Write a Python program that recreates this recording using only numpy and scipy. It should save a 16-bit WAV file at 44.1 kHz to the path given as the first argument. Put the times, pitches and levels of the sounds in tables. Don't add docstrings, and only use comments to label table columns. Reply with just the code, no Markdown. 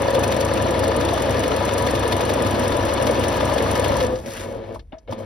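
import sys
import numpy as np
from scipy import signal
from scipy.fft import rfft, irfft, next_fast_len
from scipy.io import wavfile
from scipy.ndimage import uniform_filter1d

SR = 44100
rng = np.random.default_rng(int(sys.argv[2]) if len(sys.argv) > 2 else 0)


def generate_wav(sig):
    pcm = np.round(np.clip(np.atleast_2d(sig).T, -1, 1) * 32767).astype(np.int16)
    wavfile.write(sys.argv[1], SR, pcm)


N = 231877
HZ = np.fft.rfftfreq(4096, 1 / SR)

# (frequency [Hz], relative level [dB])
FLOOR = [(24, -28), (40, 7.5), (75, -1), (110, -19), (173, -18), (490, -24), (710, -67), (956, -48),
         (1390, -69), (15000, -67)]
FLOOR_DB = -50.014
# (time [s], level before the trim [dB])
ROCKING = [(2.81, -33), (3.41, -34), (3.95, -27), (4.15, -46), (4.44, -41), (4.83, -45.5)]
ROCKING_DB, ROCKING_TRIM = -44, 0.78
ROCK_S, STILL_S = 0.091, 4.88
# (frequency [Hz], level [dB], t60 [s])
TABLE = [(69.65, -8, 0.72), (94.4, -7.5, 0.39), (102.9, -14, 0.41), (126.5, -9, 0.68)]
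# (shaft angle [turns], level [dB])
JOLTS = [(0.185, -48), (0.359, -25.5), (0.72, -31), (0.975, -37)]

# (frequency [Hz], relative level [dB])
HOUSING = [(30, -15), (90, -2.5), (170, -7), (260, -3.5), (500, -0.5), (750, -6.5), (1100, -10),
           (2000, -19), (3500, -23.5), (5000, -25.5), (6600, -30.5), (7600, -34), (10500, -37.5),
           (12500, -38.5), (13700, -37), (14200, -32), (15000, -29), (15700, -32), (15900, -50),
           (16600, -70) ]
# (frequency [Hz], width [Hz], height over the slope [dB])
HOUSING_MODES = [(49.6, 11, -9), (107.7, 51, 18), (201, 41, 4.5), (245.6, 19.7, 6.5), (274, 67, 2),
                 (341.6, 13.4, 9.5), (455.6, 51, 5.5), (530, 61, 4), (646, 143, 6.5), (858, 32, 5),
                 (981.6, 54, 9.5), (1213, 95, 5), (1728, 130, 9), (2173, 72, 6), (1832, 42, 3.5),
                 (2490, 39, 6.5), (2730, 66, 2), (2964, 140, 5.5), (4240, 120, 2), (3495, 520, 5.5),
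                 (5960, 380, 1.5), (7700, 600, 6), (8940, 140, 5.5), (10700, 720, 4)]
# (frequency [Hz], left-right likeness [0-1])
SAME = [(40, .9), (70, .98), (170, .86), (300, .9), (400, .76), (510, .94), (750, .45), (1400, .46),
        (1800, .64), (4500, .7), (6000, .5), (6800, .95), (7300, .98), (8000, .95), (8600, .84), (9400, .7),
        (9900, .94), (10700, .98), (11700, .96), (12500, .55), (13300, .65), (14100, .98), (15000, .98),
        (15800, .9)]
# (frequency [Hz], left level over right [dB])
LOUDER_LEFT = [(60, 0), (110, 3.5), (200, -5.5), (380, 0.5), (700, 6), (1290, 3.5), (2380, 4), (4400, 4.5),
               (6000, 4.5), (6800, 0), (15000, 2)]
# (frequency [Hz], phase step of the right side [half turns])
PHASE_STEP = [(0, -.05), (320, -.03), (400, -.24), (900, -.27), (1500, -.15), (1800, 0), (3100, -.2),
              (5200, .03), (5700, .1), (6500, 1), (8500, 1), (9600, 2), (12300, 2), (13400, 3), (17000, 3)]
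BASS_CUT_HZ, EDGE_HZ = 38, 16900

# (time [s], housing level [dB], gear rattle over it [dB], fizz over it [dB])
DRIVE = [(0, -24, -5.5, -22.5), (4.0, -23.5, -6, -19), (4.03, -28, -4.5, -11), (4.082, -26.5, -9, -26),
         (4.132, -27, -11.5, -19.5), (4.24, -37.5, -14, -21), (4.274, -34, -18, -10.5),
         (4.338, -37.5, -6, -6.5), (4.42, -33, -10, -18), (4.55, -33.5, -16.5, -23),
         (4.63, -33.5, -17, -40), (4.75, -34, -22, -25), (4.765, -37.5, -22, -28), (4.8, -52, -57, -22),
         (4.94, -77, 11, -28), (5.07, -57, -26, -26), (5.086, -39.5, -9.5, -34), (5.126, -31.5, -15.5, -16),
         (5.168, -37, -12, -40), (5.186, -33.5, -15, -18.5), (5.258, -33, -17, -32)]
DRIVE_EASES_S = DRIVE[1][0]
# (time [s], kick rate [1/s], share of the drive that comes as kicks [0-1])
KICKS = [(0, 317, 0.14), (4.0, 330, 0.24), (4.2, 152, 0.22), (4.4, 114, 0.36), (4.75, 99, 0.7),
         (5.26, 108, 0.43)]
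KICK_DECAY_S = 0.0093
RUMBLE_DB, CRAWL_RUMBLE_DB = -28, -12
UNEVEN_DB, FIZZ_FLICKER_DB = 1, 3.5
HUM_HZ, HUM_DB, CRAWL_HUM_DB = 98.2, -9.5, -12.5
# (multiple of BUZZ_HZ, level over the housing level [dB])
BUZZ = [(1, -10.5), (2, -11), (8, -43), (10, -26.5), (12, -40), (14, -31)]
BUZZ_HZ = 225.7
# (time [s], frequency [Hz], level [dB])
WHINE = [
    [(4.24, 540, -35), (4.3, 544, -38), (4.35, 541.5, -42), (4.39, 543, -44), (4.43, 543, -35.5),
     (4.62, 545, -37.5), (4.66, 547, -47), (4.7, 539, -39), (4.76, 537, -46)],
    [(5.078, 540.5, -42), (5.11, 544, -39), (5.16, 521, -43), (5.2, 537, -35.5), (5.258, 540, -37)],
]
# (time [s], frequency [Hz], level [dB])
SLOWING = [(4.0, 529.9, -24), (4.012, 532, -29), (4.026, 520.4, -20.5), (4.048, 496, -19),
           (4.062, 495, -37), (4.068, 497, -28), (4.094, 520, -33), (4.136, 505, -22), (4.178, 521, -30.5),
           (4.198, 500, -36), (4.225, 508, -55)]
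# (time [s], frequency [Hz], level [dB])
AFTER_RING = [(4.915, 599, -48), (4.943, 630, -40), (4.953, 650, -38), (4.961, 645, -52), (4.971, 650, -41),
              (4.983, 645, -42.5), (4.992, 646, -59), (5.035, 636, -67), (5.05, 641, -75)]
# (frequency [Hz], first level [dB], last level [dB])
SONG = [(551, -29.5, -39), (513.7, -35.5, -43.5)]
SONG_SWELL_DB = 2
# (time [s], frequency [Hz], level [dB], t60 [s])
RINGS = [(4.758, 994, -39, 0.057), (4.935, 1690, -60, 0.18), (5.122, 964, -36, 0.06),
         (4.925, 800, -36, 0.07), (5.1, 105, -28.5, 0.4), (5.125, 235, -28, .1), (4.385, 93, -31, 0.64)]
# (time [s], swish level [dB], high hiss level [dB])
CLOTH = [(4.2, -73, -85), (4.235, -50, -57), (4.28, -44, -51), (4.33, -43, -52), (4.37, -42, -48),
         (4.41, -42, -45), (4.47, -49.5, -55), (4.6, -58, -72), (4.75, -54, -76), (4.8, -81, -84)]
# (frequency [Hz], relative level [dB])
SWISH = [(500, -31), (1000, 4), (1500, 12.5), (2200, 10), (4000, 1.5), (8000, -12), (11000, -21),
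         (16000, -16)]

TURNS_PER_S, START_ANGLE = 11.652, .232
FULL_SPEED_ENDS = 4.06
LINKS_PER_S, LINKS_DB, LINKS_TREBLE_DB = 1000, -34, -47.5
# (time [s], nominal level [dB], pitch [Hz])
THUDS = [(.083, -3, 555), (.24, -6, 580), (0.514, -5.5, 560), (.602, -6, 563), (.684, -4, 530),
         (1.111, -5, 545), (1.13, -5, 675), (1.201, -5.5, 516), (1.285, -3.5, 565), (1.479, -3.5, 594),
         (1.544, -4, 509), (2.054, -6, 493), (2.303, -4, 544), (2.357, -5, 570), (2.573, -3.5, 544),
         (3.0, -1.5, 555), (3.096, -2.5, 513), (3.43, -4.5, 560), (3.518, -3, 551), (3.563, -2, 524),
         (3.602, -3, 470), (3.794, -3.5, 515), (3.862, -3, 470), (3.898, -3.5, 563), (3.948, -4.5, 495),
         (4.438, -20.5, 533), (4.459, -24, 497), (4.499, -27, 545), (4.508, -25, 545), (4.517, -17, 550),
         (4.554, -19, 552.4), (4.601, -23, 556), (4.692, -17.5, 520), (4.715, -20, 507), (4.735, -24, 506),
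         (4.93, -20, 264), (5.083, -21, 524), (5.094, -15.5, 530), (5.128, -11.5, 283), (5.182, -22, 540),
         (5.205, -15, 570)]
# (shaft angle [turns], pitch [Hz], mean nominal level [dB], decay [s])
BLOWS = [(0.018, 293, -21, 0.0063), (0.141, 333, -17.5, 0.0047), (.30, 240, -20.5, 0.0064),
         (.31, 348, -19.5, 0.0036), (0.449, 294, -22.5, 0.0057), (0.559, 296, -17, 0.0036),
         (0.749, 248.4, -16.5, 0.0056), (0.929, 311, -15.5, 0.0027), (.0, 539, -15.5, 0.0065),
         (.12, 560, -14, 0.0027), (0.204, 516, -11.5, 0.004), (.355, 546, -12, 0.0037),
         (0.459, 555, -16, 0.0047), (.63, 540, -15.5, .004), (.78, 524, -8, 0.0024),
         (0.859, 550, -14, 0.0035), (.26, 1005, -21.5, 0.0023), (.325, 982, -22, 0.0047),
         (.63, 875, -18, 0.0032), (.935, 1020, -15, 0.0012), (0.996, 1020, -22.5, 0.0032)]
BLOW_SPREAD_DB, BLOW_JITTER_S = 2, .00015
THUD_S, BLOW_RISE_S = 0.0038, 0.0026
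# (shaft angle [turns], centre [Hz], width [Hz], mean nominal level [dB], decay [s])
CAMS = [(0.17, 5000, 3600, -29, 0.0036), (.21, 10300, 2700, -39.5, 0.0023),
        (.87, 9760, 3700, -36.5, 0.0049), (0.23, 1900, 570, -26.5, 0.0027), (0.322, 990, 630, -19, 0.0017),
        (.63, 810, 660, -26.5, 0.0025), (0.915, 1360, 590, -25, 0.0053), (0.909, 1010, 480, -22.5, 0.0055)]
# (time [s], nominal level [dB], centre [Hz], width [Hz], decay [s])
KNOCKS = [(4.066, -22.5, 8700, 4000, 0.0033), (4.157, -27, 6030, 5000, 0.0056),
          (4.187, -30, 7100, 3994, 0.00253), (4.745, -34, 9200, 9000, 0.013),
          (4.759, -29, 990, 600, 0.0072), (4.793, -38.5, 4570, 4020, 0.0083),
          (4.922, -38.5, 2900, 1970, 0.0053), (4.928, -36, 1750, 2590, 0.019),
          (4.983, -45.5, 5770, 2000, 0.0053), (5.075, -40, 2660, 3030, 0.015),
          (5.11, -44, 6000, 1490, 0.007), (5.124, -28.5, 4360, 5030, 0.0094), (5.122, -25, 980, 600, 0.008),
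          (5.18, -37, 5000, 6000, 0.0057)]
# (time [s], nominal level [dB], treble over it [dB])
CLATTERS = [(0.15, -14, -3), (0.239, -10.5, -2.5), (0.323, -11, -4.5), (0.409, -14, -0.5), (0.841, -12, -5),
            (1.009, -13, -4), (1.09, -12.5, -21), (1.181, -15, -11), (1.262, -19.5, -18), (1.439, -11, -8),
            (1.69, -12.5, -13), (1.783, -15, 1.5), (1.87, -12.5, -4), (1.953, -13, -6), (2.034, -14.5, -9),
            (2.126, -10, -6), (2.211, -12, -4.5), (2.296, -11.5, -1.5), (2.469, -16, -2), (2.551, -14, -11),
            (2.642, -17, -5), (2.721, -15, -9), (2.893, -13, -17), (2.977, -14.5, -29),
            (3.072, -10.5, -5.5), (3.153, -17, -21), (3.24, -12, -8), (3.498, -17, -8), (3.585, -11, -10),
            (3.758, -10.5, -6), (3.845, -10, -5.5), (3.923, -16.5, -14)]
CLATTER_TURN = .93
CLATTER_DB, CLATTER_SPREAD_DB, CLATTER_TREBLE_DB = -19.5, 4.5, -14
# (frequency [Hz], mean nominal level [dB])
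TICK_RINGS = [(9110, -26.5), (5540, -32)]
TICK_RING_S = 0.0021
TICK_TURN, TICK_JITTER_S = .477, .0008
TICK_DB, TICK_MIDDLE_DB, TICK_SPREAD_DB, MIDDLE_SPREAD_DB = -20.5, -26, 1.2, 2
REBOUND_S, REBOUND_DB = 0.0047, -9.5


def gain_of(db):
    return 10 ** (np.asarray(db) / 20)


def read(points, hz):
    f, value = np.transpose(points)
    return np.interp(np.log(hz + 1), np.log(f + 1), value)


def wander(size):
    x = uniform_filter1d(uniform_filter1d(rng.standard_normal(N), size), size)
    return x / x.std()


def band(lo_hz, hi_hz):
    return -10 * np.log10((1 + (lo_hz / (HZ + 1)) ** 6) * (1 + (HZ / hi_hz) ** 6))


def colour(x, shape_db):
    mirrored_db = np.r_[shape_db, shape_db[-2:0:-1]]
    log_gain = np.log(gain_of(np.maximum(mirrored_db, -150)))
    taps = np.fft.ifft(np.exp(np.conj(signal.hilbert(log_gain)))).real
    return signal.oaconvolve(x, taps[None] / np.linalg.norm(taps))[:, :N]


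def housing_db():
    modes_db = sum(db / (1 + (2 * (HZ - hz) / width) ** 2) for hz, width, db in HOUSING_MODES)
    return read(HOUSING, HZ) + modes_db


def bursts(s, size, decay, rise=.0005):
    at = np.zeros(N)
    t = np.arange(round(8 * decay * SR)) / SR
    np.add.at(at, np.clip(np.round(np.asarray(s) * SR).astype(int), 0, N - 1), size)
    return abs(signal.oaconvolve(at, (1 - np.exp(-t / rise)) * np.exp(-t / decay))[:N])


def random_moments(per_s):
    return np.flatnonzero(rng.random(N) < per_s / SR) / SR


def shaken(envelope):
    return envelope * rng.standard_normal((2, N))


def each_turn(angle, jitter):
    s = (np.arange(60) + angle - START_ANGLE) / TURNS_PER_S + jitter * rng.standard_normal(60)
    return s[(s > 0) & (s < FULL_SPEED_ENDS)]


def room():
    return gain_of(FLOOR_DB) * colour(shaken(1), read(FLOOR, HZ))


def rocking():
    t = np.arange(N) / SR
    level = gain_of(ROCKING_DB) * np.clip((STILL_S - t) / ROCK_S, .1, 1)
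    level += sum(gain_of(db) * np.exp(-((t - s) / ROCK_S) ** 2) for s, db in ROCKING)
    return level * colour(shaken(ROCKING_TRIM), band(40, 74.5))


def table():
    t, at = np.arange(SR // 2) / SR, np.zeros(N)
    ring = sum(gain_of(db - 60 * t / t60) * np.sin(2 * np.pi * hz * t) for hz, db, t60 in TABLE)
    for angle, db in JOLTS:
        s = each_turn(angle, .0006)
        at[(s * SR).astype(int)] += gain_of(db + 1.25 * rng.standard_normal(len(s)))
    ring = signal.oaconvolve(ring, signal.windows.hann(200) / 100)
    return signal.oaconvolve(at, ring)[:N] * np.array([[1], [0]])


def cloth():
    s, swish_db, hiss_db = np.transpose(CLOTH)
    t = np.arange(N) / SR
    grain = 0.77 + bursts(random_moments(500), 0.9, 0.001, rise=0.00025)
    grain = grain * gain_of(1.2 * wander(400))
    modes_db = housing_db() - read(HOUSING, HZ)
    swish_noise = shaken(grain * gain_of(np.interp(t, s, swish_db)))
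    hiss_noise = shaken(grain * gain_of(np.interp(t, s, hiss_db)))
    return colour(swish_noise, read(SWISH, HZ) + 0.27 * modes_db) + colour(hiss_noise, band(6200, 7700))


def plate():
    out = np.zeros(N)
    for s, hz, db, t60 in RINGS:
        t = np.maximum(np.arange(N) / SR - s, 0)
        out += gain_of(db - 60 * t / t60) * (1 - np.exp(-t / 0.0014)) * np.sin(2 * np.pi * hz * t)
    return out * np.array([[1], [.5]])


def whine(rows, swell_db=0, unsteady=1):
    s, hz, db = np.transpose(rows)
    t = np.arange(N) / SR
    fade = np.clip(np.minimum(t - s[0], s[-1] - t) / 0.019, 0, 1)
    pitch = np.interp(t, s, hz) * (1 + unsteady * 0.011 * wander(500))
    tone = np.sqrt(2) * np.sin(2 * np.pi * np.cumsum(pitch) / SR)
    throb_db = unsteady * 45 * uniform_filter1d(rng.standard_normal(N), 500)
    level_db = np.interp(t, s, db) + throb_db + swell_db * wander(3000)
    return fade * gain_of(level_db) * tone * np.array([[1], [.5]])


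def song():
    out = sum(whine(rows, unsteady=0.59) for rows in WHINE)
    out += whine(SLOWING, unsteady=.3) + whine(AFTER_RING, unsteady=0)
    for hz, first_db, last_db in SONG:
        out += whine([(-.1, hz, first_db), (DRIVE_EASES_S, hz, last_db)], SONG_SWELL_DB)
    return out


def buzz():
    s, level_db = np.transpose(DRIVE)[:2]
    t = np.arange(N) / SR
    turns = np.cumsum(BUZZ_HZ * (1 + 0.00298 * wander(1500))) / SR
    tone = sum(gain_of(db + 3.6 * wander(500)) * np.sin(2 * np.pi * k * turns) for k, db in BUZZ)
    creeping = t > WHINE[0][0][0]
    return gain_of(np.interp(t, s, level_db)) * creeping * tone * np.array([[1], [.5]])


def hum():
    s, level_db = np.transpose(DRIVE)[:2]
    t = np.arange(N) / SR
    over_db = np.where(t < FULL_SPEED_ENDS, HUM_DB, CRAWL_HUM_DB)
    level = uniform_filter1d(gain_of(np.interp(t, s, level_db) + over_db), 2000)
    turns = np.cumsum(HUM_HZ * (1 + 0.87 * uniform_filter1d(rng.standard_normal(N), 3000))) / SR
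    return level * np.sqrt(2) * np.sin(2 * np.pi * turns) * np.array([[1], [0]])


def drive():
    t = np.arange(N) / SR
    s, *curves = np.transpose(DRIVE)
    level_db, gear_db, fizz_db = (np.interp(t, s, c) for c in curves)
    rumble_db = np.where(t < FULL_SPEED_ENDS, RUMBLE_DB, CRAWL_RUMBLE_DB)
    kick_s, *kick_curves = np.transpose(KICKS)
    rate, share = (np.interp(t, kick_s, c) for c in kick_curves)
    share = np.clip(share, 0, 1)

    waver = 1 + 2.5 * uniform_filter1d(rng.standard_normal(N), 300)
    at = np.flatnonzero(np.diff(np.floor(np.cumsum(rate * waver) / SR)))
    size = gain_of(3 * np.clip(rng.standard_normal(len(at)), -2, 1.5))
    kicks = bursts(at / SR, size, KICK_DECAY_S)
    kicks /= np.sqrt(abs(uniform_filter1d(kicks ** 2, 4000)) + 1e-9)
    clicks = np.zeros((2, N))
    signs = [np.ones(len(at)), rng.choice([-1., 1.], len(at))]
    clicks[:, at] = size * np.sqrt(SR / rate[at]) * signs

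    push = shaken(np.sqrt(1 - share)) + np.sqrt(share) * 0.64 * clicks
    fizz = np.sqrt(0.15 * share * kicks ** 2 + 1 - 0.25 * share) * gain_of(FIZZ_FLICKER_DB * wander(150))
    gears = np.sqrt(3.26 * share * kicks ** 2 + 1 - 0.23 * share)
    body_db = level_db + UNEVEN_DB * wander(900)
    out = gain_of(body_db) * colour(push, housing_db() + band(154.5, 890))
    ranges = [(gear_db, band(778, 5470), shaken(gears)),
              (fizz_db, band(5870, 15000), shaken(fizz)),
              (rumble_db, band(58, 98), push)]
    for over_db, shape, shake in ranges:
        out += gain_of(level_db + over_db) * colour(shake, housing_db() + shape)
    return out


def links():
    t, out = np.arange(400) / SR, np.zeros((2, N + 400))
    upper = [hz for hz, width, db in HOUSING_MODES if hz > 1100]
    for when, which, detune, luck, side in rng.random((round(LINKS_PER_S * FULL_SPEED_ENDS), 5)):
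        at = int(when * FULL_SPEED_ENDS * SR)
        hz = upper[int(which * len(upper))] * (1 + 0.14 * (detune - .5))
        size = gain_of(LINKS_TREBLE_DB) if hz > 6800 else gain_of(LINKS_DB) * (1000 / hz) ** 0.21
        size *= gain_of(3.2 * min(-np.log(luck), 3))
        ring = (1 - np.exp(-t / .0004)) * np.exp(-t / 0.0016) * np.sin(2 * np.pi * hz * t)
        out[:, at:at + 400] += size * ring * [[1], [np.sign(side - .5)]]
    return out[:, :N]


def thuds():
    out, t = np.zeros((2, N + 1600)), np.arange(1600) / SR
    phases = rng.random((len(THUDS), 2))
    rows = [(s, hz, db, THUD_S, phase) for (s, db, hz), phase in zip(THUDS, phases)]
    for angle, hz, db, decay in BLOWS:
        for at in each_turn(angle, BLOW_JITTER_S):
            taken = any(abs(at - s) < .012 and abs(hz - pitch) < 100 for s, _, pitch in THUDS)
            if not taken:
                blow_db = db + BLOW_SPREAD_DB * rng.standard_normal()
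                rows.append((at, hz, blow_db, decay, np.array([0, .25])))
    for s, hz, db, decay, phase in rows:
        envelope = (1 - np.exp(-t / BLOW_RISE_S)) * np.exp(-t / decay)
        ring = envelope * np.sin(2 * np.pi * (hz * t + phase[:, None]))
        start = round(s * SR)
        out[:, start:start + 1600] += gain_of(db) * ring
    return out[:, :N]


def knock(s, size, hz, width, decay):
    shape = -20 * np.log10(1 + (2 * (HZ - hz) / width) ** 2)
    return colour(shaken(bursts(s, size, decay)), housing_db() + shape)


def cams():
    out = 0
    for angle, hz, width, db, decay in CAMS:
        s = each_turn(angle, 0.00083)
        out = out + knock(s, gain_of(db + 2.9 * rng.standard_normal(len(s))), hz, width, decay)
    return out + sum(knock([s], gain_of(db), hz, width, decay) for s, db, hz, width, decay in KNOCKS)


def needle_bar():
    soft = each_turn(CLATTER_TURN, 0.00079)
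    soft = np.array([at for at in soft if min(abs(at - row[0]) for row in CLATTERS) > .025])
    soft_db = CLATTER_DB + CLATTER_SPREAD_DB * rng.standard_normal(len(soft))
    soft_rows = [soft, soft_db, np.full(len(soft), CLATTER_TREBLE_DB)]
    s, db, treble_db = np.c_[np.transpose(CLATTERS), soft_rows]
    grit = np.minimum(bursts(random_moments(600), 1., .0012), .6) + .4
    out = 0
    for level_db, shape in [(db, band(1980, 8700)), (db + treble_db, band(6700, 17000))]:
        swell = uniform_filter1d(bursts(s - .004, gain_of(level_db), .004, rise=.003), 420)
        out = out + colour(shaken(grit * swell), housing_db() + shape)
    return out


def hook():
    s = each_turn(TICK_TURN, TICK_JITTER_S) - .0015
    s = s[s < DRIVE_EASES_S]
    treble_luck, middle_luck = rng.standard_normal((2, len(s)))
    middle_luck_db = MIDDLE_SPREAD_DB * middle_luck
    layers = [(TICK_DB + TICK_SPREAD_DB * treble_luck, .0016, 2 * band(6860, 12400)),
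              (TICK_MIDDLE_DB + middle_luck_db, .004, band(2400, 4900))]
    out = 0
    for level_db, rise, shape in layers:
        tick = bursts(s, gain_of(level_db), 0.0024, rise=rise)
        rebound = bursts(s + REBOUND_S, gain_of(level_db + REBOUND_DB), 0.0015, rise=0.0013)
        out = out + colour(shaken(tick + rebound), housing_db() + shape)
    ring = 0
    for hz, db in TICK_RINGS:
        turns = hz * np.cumsum(1 + .015 * wander(2000)) / SR
        ring = ring + gain_of(db) * np.sin(2 * np.pi * turns)
    ring_envelope = bursts(s, gain_of(middle_luck_db), TICK_RING_S, rise=0.00057)
    return out + ring_envelope * ring * np.array([[1], [.5]])


def walls(pair, t60=0.024, wet_db=-7.0):
    t = np.arange(SR // 4) / SR
    tail = rng.standard_normal((2, len(t))) * gain_of(-60 * t / t60) * (t > .003)
    wet = signal.oaconvolve(pair, tail / np.linalg.norm(tail[0]), axes=1)[:, :N]
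    return pair + gain_of(wet_db) * wet


def stereo_picture(pair):
    size = next_fast_len(N)
    hz = np.fft.rfftfreq(size, 1 / SR)
    shared, own = rfft(pair, size)
    same = np.clip(read(SAME, hz), 0, 1)
    tilt = gain_of(read(LOUDER_LEFT, hz) / 2)
    right = same * shared + np.sqrt(1 - same ** 2) * own
    right = right * np.exp(1j * np.pi * read(PHASE_STEP, hz))
    return irfft(np.array([shared * tilt, right / tilt]), size)[:, :N]


def scene():
    background = room() + rocking() + table()
    metal = walls(cloth() + links() + cams() + needle_bar() + hook())
    machine = plate() + song() + buzz() + hum() + drive() + thuds() + metal
    return stereo_picture(background + machine)


def record(dry):
    bass_cut = signal.butter(N=4, Wn=BASS_CUT_HZ, btype="high", fs=SR, output="sos")
    thin = signal.sosfilt(bass_cut, dry)
    edge = signal.firwin(511, EDGE_HZ, window=("kaiser", 9), fs=SR)
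    return signal.oaconvolve(thin, edge[None], "same")


dry = scene()
out = record(dry)
generate_wav(out)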